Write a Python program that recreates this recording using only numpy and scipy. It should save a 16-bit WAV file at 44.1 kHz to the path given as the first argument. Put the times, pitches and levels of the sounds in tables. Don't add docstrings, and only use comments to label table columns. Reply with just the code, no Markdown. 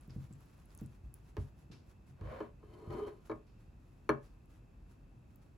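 import sys
import numpy as np
from scipy import signal
from scipy.fft import rfft, irfft, next_fast_len
from scipy.io import wavfile
from scipy.ndimage import uniform_filter1d

SR = 44100
rng = np.random.default_rng(int(sys.argv[2]) if len(sys.argv) > 2 else 0)


def transcribe(signal):
    frames = np.atleast_2d(signal).T
    limited = np.clip(frames, -1, 1)
    pcm = np.round(limited * 32767).astype(np.int16)
    wavfile.write(sys.argv[1], SR, pcm)


N = 245637
TIME = np.arange(N) / SR

# (frequency [Hz], level [dB], t60 [s], left-right [dB])
TABLE_MODES = [(68, -36, 0.35, 0), (80.3, -37.5, 0.15, -4), (119, -26, 0.081, 1), (135, -27.5, 0.16, 0),
               (235.6, -41.5, 0.2, 5.5), (267, -35, 0.133, 8), (325, -26, 0.079, -4),
               (420, -22.5, 0.055, 4), (521, -34, 0.034, 6), (574.6, -33.5, 0.21, -5),
               (609, -43.5, 0.13, 16), (664, -48, 0.19, 7), (827, -40, 0.06, 9.5), (960, -49, 0.056, -0.5),
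               (1092, -33.5, 0.12, 3.5), (1207.4, -36, 0.12, -5.5), (1287, -48.5, 0.045, -1),
               (1400, -23.5, 0.00762, 2), (1540, -48, 0.06, 0), (1610, -43.5, 0.11, -1.5),
               (1650, -43, 0.05, 11), (1717, -41.5, 0.095, -6), (1784, -42, 0.035, 1.5),
               (2287, -39, 0.037, 11), (2680, -54.5, 0.045, 10), (3080, -56, 0.04, -1.5),
               (4140, -51, 0.018, 6.5), (4280, -47, 0.025, -1), (5940, -50.5, 0.022, 6),
               (10900, -56, 0.022, -5)]
RIM_MODES = [(2054, -9, 0.08, 3), (2230, -4, 0.03, 8), (3057, 0.5, 0.065, 2), (3830, -9.5, 0.075, 2),
             (4230, -4.5, 0.063, 6.5), (4580, -10.5, 0.057, 2.5), (5420, -19, 0.06, 8)]
# (frequency [Hz], correlation [0-1])
CLOSE_LIKENESS = [(200, 1), (600, 0.42), (1200, 0.41), (2500, 0.54), (6000, 0.38), (9000, 0.94),
                  (13500, 0.626), (16000, 0.64)]
ROOM_LIKENESS = [(60, 0.96), (130, 0.95), (300, 0.72), (640, 0.047), (1400, 0.078), (3100, 0.55),
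                 (6000, 0.266), (8500, 0.93), (13500, 0.3), (16000, 0.4)]


def from_db(db):
    return 10 ** (np.asarray(db) / 20)


def rms_one(x):
    return x / np.sqrt(np.mean(x ** 2) + 1e-20)


def at_hz(points, hz):
    known_hz, values = np.transpose(points)
    return np.interp(np.log(hz + 1e-3), np.log(known_hz), values)


def cut(x, hz, kind, order=2):
    sections = signal.butter(order, np.clip(hz, 10, .45 * SR), kind, fs=SR, output="sos")
    return signal.sosfilt(sections, x + 1e-18)


def add(out, s, x):
    start = max(0, round(s * SR))
    out[..., start:start + x.shape[-1]] += x[..., :N - start]


def swell(s, rise, fall):
    return np.exp(-((TIME - s) / np.where(TIME < s, rise, fall)) ** 2)


def drift(per_s):
    return rms_one(cut(rng.standard_normal(N + SR), per_s, "low")[SR:])


def grains(per_s, spread_db):
    sizes = from_db(spread_db * np.minimum(rng.exponential(1, (2, N)), 4)) * rng.standard_normal((2, N))
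    return rms_one(sizes * (rng.random((2, N)) < per_s / SR))


def colour(pair, spectrum, likeness=CLOSE_LIKENESS):
    size = next_fast_len(pair.shape[1])
    hz = np.fft.rfftfreq(size, 1 / SR)
    mid, side = rfft(pair, size) * from_db(at_hz(spectrum, hz))
    alike = np.clip(at_hz(likeness, hz), -1, 1)
    stereo = np.sqrt(1 + alike) * mid + np.sqrt(1 - alike) * side * [[1], [-1]]
    return rms_one(irfft(stereo, size)[:, :pair.shape[1]])


def tail(spectrum, t60, treble_t60, likeness=CLOSE_LIKENESS):
    t = TIME[:SR // 2]
    noise = colour(rng.standard_normal((2, len(t))), spectrum, likeness)
    lows = cut(noise, 2500, "low") * from_db(-60 * t / t60)
    highs = cut(noise, 2500, "high") * from_db(-60 * t / treble_t60)
    burst = lows - highs
    return burst / np.sqrt(np.sum(burst ** 2) / 2)


def through(x, response):
    return signal.fftconvolve(np.atleast_2d(x), response, axes=1)[:, :N]


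def ringing(modes):
    t, sides = TIME[:SR // 2], np.array([[.5], [-.5]])
    return sum((-1) ** k * from_db(db - 60 * t / t60 + pan * sides) * np.sin(2 * np.pi * hz * t)
               for k, (hz, db, t60, pan) in enumerate(modes))


def sustained(slips, modes, window=660):
    ring = through(slips, ringing(modes))
    power = uniform_filter1d(np.mean(ring ** 2, axis=0), window)
    return ring / np.sqrt(np.abs(power) + 1e-9)


def room_tone(air_db=-58, whine_db=-86):
    # (frequency [Hz], relative density [dB])
    air_spectrum = [(15, -41), (28, -19), (42, 4), (75, -2.5), (125, -3), (170, -8.5), (260, -13),
                    (330, -15), (450, -22.5), (800, -26), (1500, -32.5), (2300, -40), (3300, -43.5),
                    (12000, -50.5), (16000, -58.5)]
    whine_spectrum = [(1800, -47.5), (2450, -15), (2690, -9.5), (2800, -45), (3000, -49)]
    air = colour(rng.standard_normal((2, N)), air_spectrum, ROOM_LIKENESS)
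    whine = colour(rng.standard_normal((2, N)), whine_spectrum, ROOM_LIKENESS)
    return from_db(air_db) * air + from_db(whine_db) * whine


def room_reverb(x, wet_db=-13.5):
    walls = [(60, 0.5), (300, -2.9), (1500, -9.0), (4000, -14)]   # (frequency [Hz], level [dB])
    answer = tail(walls, t60=0.23, treble_t60=0.17, likeness=ROOM_LIKENESS)
    return from_db(wet_db) * through(x, np.pad(answer, ((0, 0), (SR // 250, 0))))


def food_rustle(dig_db=-72.5, lift_s=0.88, release_s=0.11, rise_share=0.24, clump_db=2.6, crackle_db=-14):
    # (peak time [s], level [dB], length [s])
    slips = [(0.705, -78, 0.05), (0.8, -70, 0.061), (1.05, -75, 0.053), (1.16, -77, 0.14),
             (1.275, -77.5, 0.17), (1.413, -68, 0.1), (1.59, -74.5, 0.1), (1.88, -73.5, 0.08),
             (2.078, -68.5, 0.059), (3.246, -70.5, 0.14), (3.3, -71.5, 0.018), (3.606, -74.5, 0.069),
             (3.886, -79.5, 0.43), (4.256, -74.5, 0.11), (4.514, -72, 0.087), (4.891, -75, 0.086),
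             (5.311, -78.5, 0.079), (5.425, -75, 0.063)]
    # (frequency [Hz], relative density [dB])
    rustle_spectrum = [(1200, 17), (2500, 8), (4000, 5), (6500, 4), (9000, 2.5), (11000, 5), (15000, -16.5),
                       (16500, -10)]
    crackle_spectrum = [(1500, -51), (4000, 7.5), (7000, -1), (11000, 4.5), (15000, 6.5), (16500, 3)]
    digging = from_db(dig_db) * np.exp(-np.maximum(TIME - lift_s, 0) / release_s)
    slipping = sum(from_db(db) * swell(s, rise_share * length, (1 - rise_share) * length)
                   for s, db, length in slips)
    rustle = colour(grains(per_s=5600, spread_db=-0.5), rustle_spectrum)
    crackle = colour(grains(per_s=460, spread_db=2.0), crackle_spectrum)
    clumps = rms_one(from_db(clump_db * drift(per_s=14)))
    return np.hypot(digging, slipping) * clumps * (rustle + from_db(crackle_db) * crackle)


def food_smacks(rise_s=0.0059):
    # (time [s], level [dB], t60 [s])
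    smacks = [(0.099, -63, 0.27), (1.717, -58.5, 0.35), (3.47, -76, 0.98), (4.25, -75, 0.36)]
    # (frequency [Hz], relative density [dB])
    spectrum = [(150, -22), (350, 18.5), (600, 0), (1150, 3), (1900, -2.5), (2400, 1.5), (3300, -2),
                (5000, 1), (7000, -10.5), (11000, -14.5), (16000, -39)]
    level = sum(np.clip((TIME - s) / rise_s + 1, 0, 1) * from_db(db - 60 * np.abs(TIME - s) / t60)
                for s, db, t60 in smacks)
    return level * colour(grains(per_s=9000, spread_db=0.5), spectrum)


def sauce_ticks(log_width=0.095, ring_share=0.51, glide=0.031):
    # (time [s], level [dB], pitch [Hz], t60 [s])
    ticks = [(0.010, -49, 9400, 0.0082), (0.077, -55, 14500, 0.0055), (0.106, -51.5, 4950, 0.0091),
             (0.181, -64, 10900, .004), (0.327, -49.5, 8140, 0.0057), (0.335, -52, 7560, 0.013),
             (0.4065, -58, 12100, .005), (0.459, -57, 14900, 0.005), (0.512, -57, 12000, 0.0037),
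             (0.6563, -55, 10560, 0.0099), (0.705, -59.5, 5000, 0.011), (0.75, -45, 9400, 0.0078),
             (0.7505, -59, 14500, 0.004), (0.776, -42, 9600, 0.0076), (0.777, -58, 6500, 0.008),
             (0.7882, -48.5, 6340, 0.012), (0.8105, -49, 12800, .005), (0.833, -58, 15000, .012),
             (0.861, -48, 9100, 0.011), (1.1411, -39.5, 10800, 0.0076), (1.141, -42, 14900, 0.0037),
             (1.501, -62, 14500, .003), (4.458, -60.5, 10900, 0.0063), (5.359, -47, 13960, 0.0038)]
    out, t = np.zeros(N), TIME[:1024]
    for s, db, hz, t60 in ticks:
        dying = from_db(-60 * t / t60)
        band_hz = hz * np.exp([-log_width, log_width])
        spray = cut(rng.standard_normal(len(t)) * dying, band_hz, "band", order=1)
        pitch = hz * (1 + glide * (.5 - dying))
        ring = dying * np.sin(2 * np.pi * np.cumsum(pitch) / SR)
        snap = ring_share * ring + (1 - ring_share) * spray / np.abs(spray).max()
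        add(out, s, from_db(db) * cut(snap, hz / 2, "high"))
    return out


def plate_thuds(table_db=1.5, direct_db=-31.5, cycles=0.98, back_s=0.02266, back_hz=117):
    # (time [s], relative level [dB], centre [Hz])
    pushes = [(0.08, -8, 128), (0.162, 0, 135), (0.308, -9, 145), (0.816, -2, 171), (1.037, -6.5, 57.5),
              (1.383, 3.5, 85.5), (1.701, -11.5, 160), (2.089, -13, 119), (2.213, -3, 97), (2.251, -2, 81),
              (2.875, -3, 112), (4.103, -5.5, 142)]
    returns = [(s + back_s, 1.3 * db - 11.5, back_hz) for s, db, _ in pushes]
    force, rocking, t = np.zeros(N), np.zeros(N), TIME[:SR // 4]
    for s, db, hz in list(pushes) + returns:
        age = hz * t / cycles
        envelope = np.sqrt(4 * np.e * age) * np.exp(-2 * age)
        swing = from_db(db) * envelope * np.sin(2 * np.pi * hz * t)
        add(rocking, s, swing)
        add(force, s, swing * hz / SR)
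    table = through(cut(force, 43, "high"), ringing(TABLE_MODES))
    return from_db(table_db) * table + from_db(direct_db) * cut(rocking, 55, "high")


def bowl_singing(fade_s=0.011, waver=0.022, rim_db=-69, rim_hz=3060, rim_t60=0.12):
    # (peak time [s], rise [s], level [dB], pitch [Hz])
    sings = [(2.637, 0.0049, -53.5, 416), (2.781, 0.014, -58.5, 422), (2.83, 0.0081, -52.5, 430.4),
             (2.994, 0.0084, -40, 405), (3.029, 0.0093, -36, 414), (3.125, 0.017, -51.5, 425)]
    times, _, _, hz = np.transpose(sings)
    pitch = np.interp(TIME, times, hz) * (1 + waver * drift(per_s=52))
    tone = rms_one(np.sin(2 * np.pi * np.cumsum(pitch) / SR))
    level = sum(from_db(db) * swell(s, rise, fade_s) for s, rise, db, _ in sings)
    rim = sustained(rng.standard_normal(N), [(rim_hz, 0, rim_t60, 0)])
    return level * tone + from_db(rim_db) * swell(3.05, rise=0.036, fall=0.036) * rim


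def bowl_sliding(grit_db=-48, snag_ring_db=7, rasp_follows=0.55, start_s=0.067, stop_s=0.12):
    # (frequency [Hz], relative density [dB])
    rub_spectrum = [(100, -7), (220, -6), (340, -11.5), (540, 7.5), (720, -4), (880, -8.5), (1080, 1),
                    (1280, -10), (1500, -8.5), (1900, -14.5), (2250, -15), (2800, -22.5), (4000, -28.5),
                    (8000, -43.5)]
    grit_spectrum = [(1500, -31), (3000, -4.5), (4400, -5), (5500, -5), (8000, -6), (11000, -3.5),
                     (14500, -17), (16000, -25)]
    # (frequency [Hz], level [dB], t60 [s], left-right [dB])
    body_modes = [(350.9, 2.5, 0.14, 5.5), (405, -3, 0.18, 1), (444, 1.5, 0.069, -5.5),
                  (573, -9.5, 0.075, -5), (820, -9.5, 0.044, 13), (960, -9, 0.1, 2),
                  (1078, -2, 0.028, -4.5), (1216, -11, 0.14, 3), (1296, -9.5, 0.048, 1),
                  (1430, -21, 0.083, 0)]
    # (time [s], effort [dB])
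    first_pull = [(2.221, -72), (2.255, -62.5), (2.325, -58.5), (2.395, -60.5)]
    second_pull = [(2.64, -75.5), (2.71, -65.5), (2.893, -59.5), (2.91, -48.5), (2.94, -49), (3.0, -49.5),
                   (3.056, -56.5), (3.082, -47), (3.11, -59.5), (3.15, -70)]
    # (rubbing [dB], low resonance [dB], rim ring [dB])
    strokes = [(9, -6.5, -44), (-1, 4, -46.5)]
    # (time [s], half-length [s], level [dB])
    snags = [(2.739, 0.0097, -82.5), (2.792, 0.012, -99), (2.907, 0.0029, -80), (2.936, 0.009, -75.5),
             (2.985, 0.013, -82), (3.072, 0.0056, -86)]
    catches = grains(per_s=8000, spread_db=-0.4)
    rub = colour(catches, rub_spectrum)
    grit = colour(grains(per_s=3400, spread_db=-2.5), grit_spectrum)
    body = sustained(catches[0], body_modes)
    rim = sustained(catches[1], RIM_MODES)
    snagging = sum(from_db(db) * swell(s, width, width) for s, width, db in snags)
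    out = snagging * (grit + from_db(snag_ring_db) * rim)
    for pull, (rub_db, body_db, rim_db) in zip((first_pull, second_pull), strokes):
        s, db = np.transpose(pull)
        effort_db = np.interp(TIME, s, db)
        moving = np.interp(TIME, [s[0] - start_s, s[0], s[-1], s[-1] + stop_s], [0, 1, 1, 0])
        bowl = from_db(rub_db) * rub + from_db(body_db) * body
        rasp = from_db(grit_db) * grit + from_db(rim_db) * rim
        out += moving * (from_db(effort_db) * bowl + from_db(rasp_follows * effort_db) * rasp)
    return out


def dish_knocks(clack_db=9.5, clack_left_db=4.5, clatter_db=-8.5, rim_ring_db=-46.5):
    # (time [s],
    # level [dB], relative sharpness [dB], relative crack [dB], relative rim ring [dB], pitch the rim favours
    # where it is touched [Hz])
    contacts = [(1.368, -17, -5.5, -5.5, -7, 3060), (2.212, -29, -24, -6, -7, 2230),
                (2.4045, -11, -13, -21, -4.5, 3060), (2.629, -31, -13, -37, -20, 2230),
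                (3.2968, -10, -18, -24, -0.5, 3810), (3.315, -13, -37, -19, 11.5, 2280),
                (4.0916, 0.5, 3.5, -23.5, -23, 4250)]
    # (frequency [Hz], relative density [dB])
    clatter_spectrum = [(100, -7), (200, 3), (300, -9), (500, 18), (850, 12), (1150, 9), (1700, 7.5),
                        (2050, -16), (3300, -10), (4900, -29.5), (8000, -30.5), (11000, -15),
                        (16000, -52.5)]
    crack_spectrum = [(400, 14), (1100, -3.5), (2000, 0.5), (3500, -11), (5500, -21), (8000, -29),
                      (12000, -33), (16000, -44.5)]
    # (delay [s], level [dB], sharpness [dB])
    touches = [(0, 0, 0), (0.0094, -6.5, -5.5)]
    force, crack_force, rim_force = np.zeros((3, N))
    click = signal.unit_impulse(2048)
    dull = cut(click, 1350, "low")
    for s, db, sharp_db, crack_db, rim_db, rim_hz in contacts:
        for wait, loss_db, duller_db in touches:
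            blow = dull + from_db(sharp_db + duller_db) * (click - dull)
            add(force, s + wait, from_db(db + loss_db) * blow)
        add(crack_force, s, from_db(db + crack_db) * click)
        rim_tap = cut(click, rim_hz * np.exp([-0.072, 0.072]), "band")
        add(rim_force, s, from_db(db + rim_db + rim_ring_db) * rim_tap)
    force = cut(force, 200, "high")
    clack = from_db(clack_db + clack_left_db * np.array([[.5], [-.5]])) * cut(force, (970, 1460), "band")
    clatter = from_db(clatter_db) * tail(clatter_spectrum, t60=0.14, treble_t60=0.045)
    table = through(force, ringing(TABLE_MODES) + clatter)
    crack = through(crack_force, tail(crack_spectrum, t60=0.037, treble_t60=0.047))
    rim = through(rim_force, ringing(RIM_MODES))
    return clack + table + crack + rim


def scene():
    background = room_tone()
    dishes = dish_knocks() + plate_thuds() + bowl_sliding() + bowl_singing()
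    food = sauce_ticks() + food_rustle() + food_smacks()
    close = dishes + food
    return background + close + room_reverb(close)


def record(dry, cutoff_hz=16300):
    # (frequency [Hz], lag [rad])
    port_lag = [(7500, 0), (8700, 2.8), (9400, 3.5), (10900, 6.1), (11800, 6.7), (13100, 9.1), (13800, 9.8),
                (14800, 12.4)]
    size = next_fast_len(N + SR // 10)
    lag = at_hz(port_lag, np.fft.rfftfreq(size, 1 / SR))
    left = irfft(rfft(dry[0], size) * np.exp(-1j * lag), size)[:N]
    lowpass = signal.ellip(10, .1, 70, cutoff_hz, fs=SR, output="sos")
    return signal.sosfilt(lowpass, np.array([left, dry[1]]))


dry = scene()
out = record(dry)
transcribe(out)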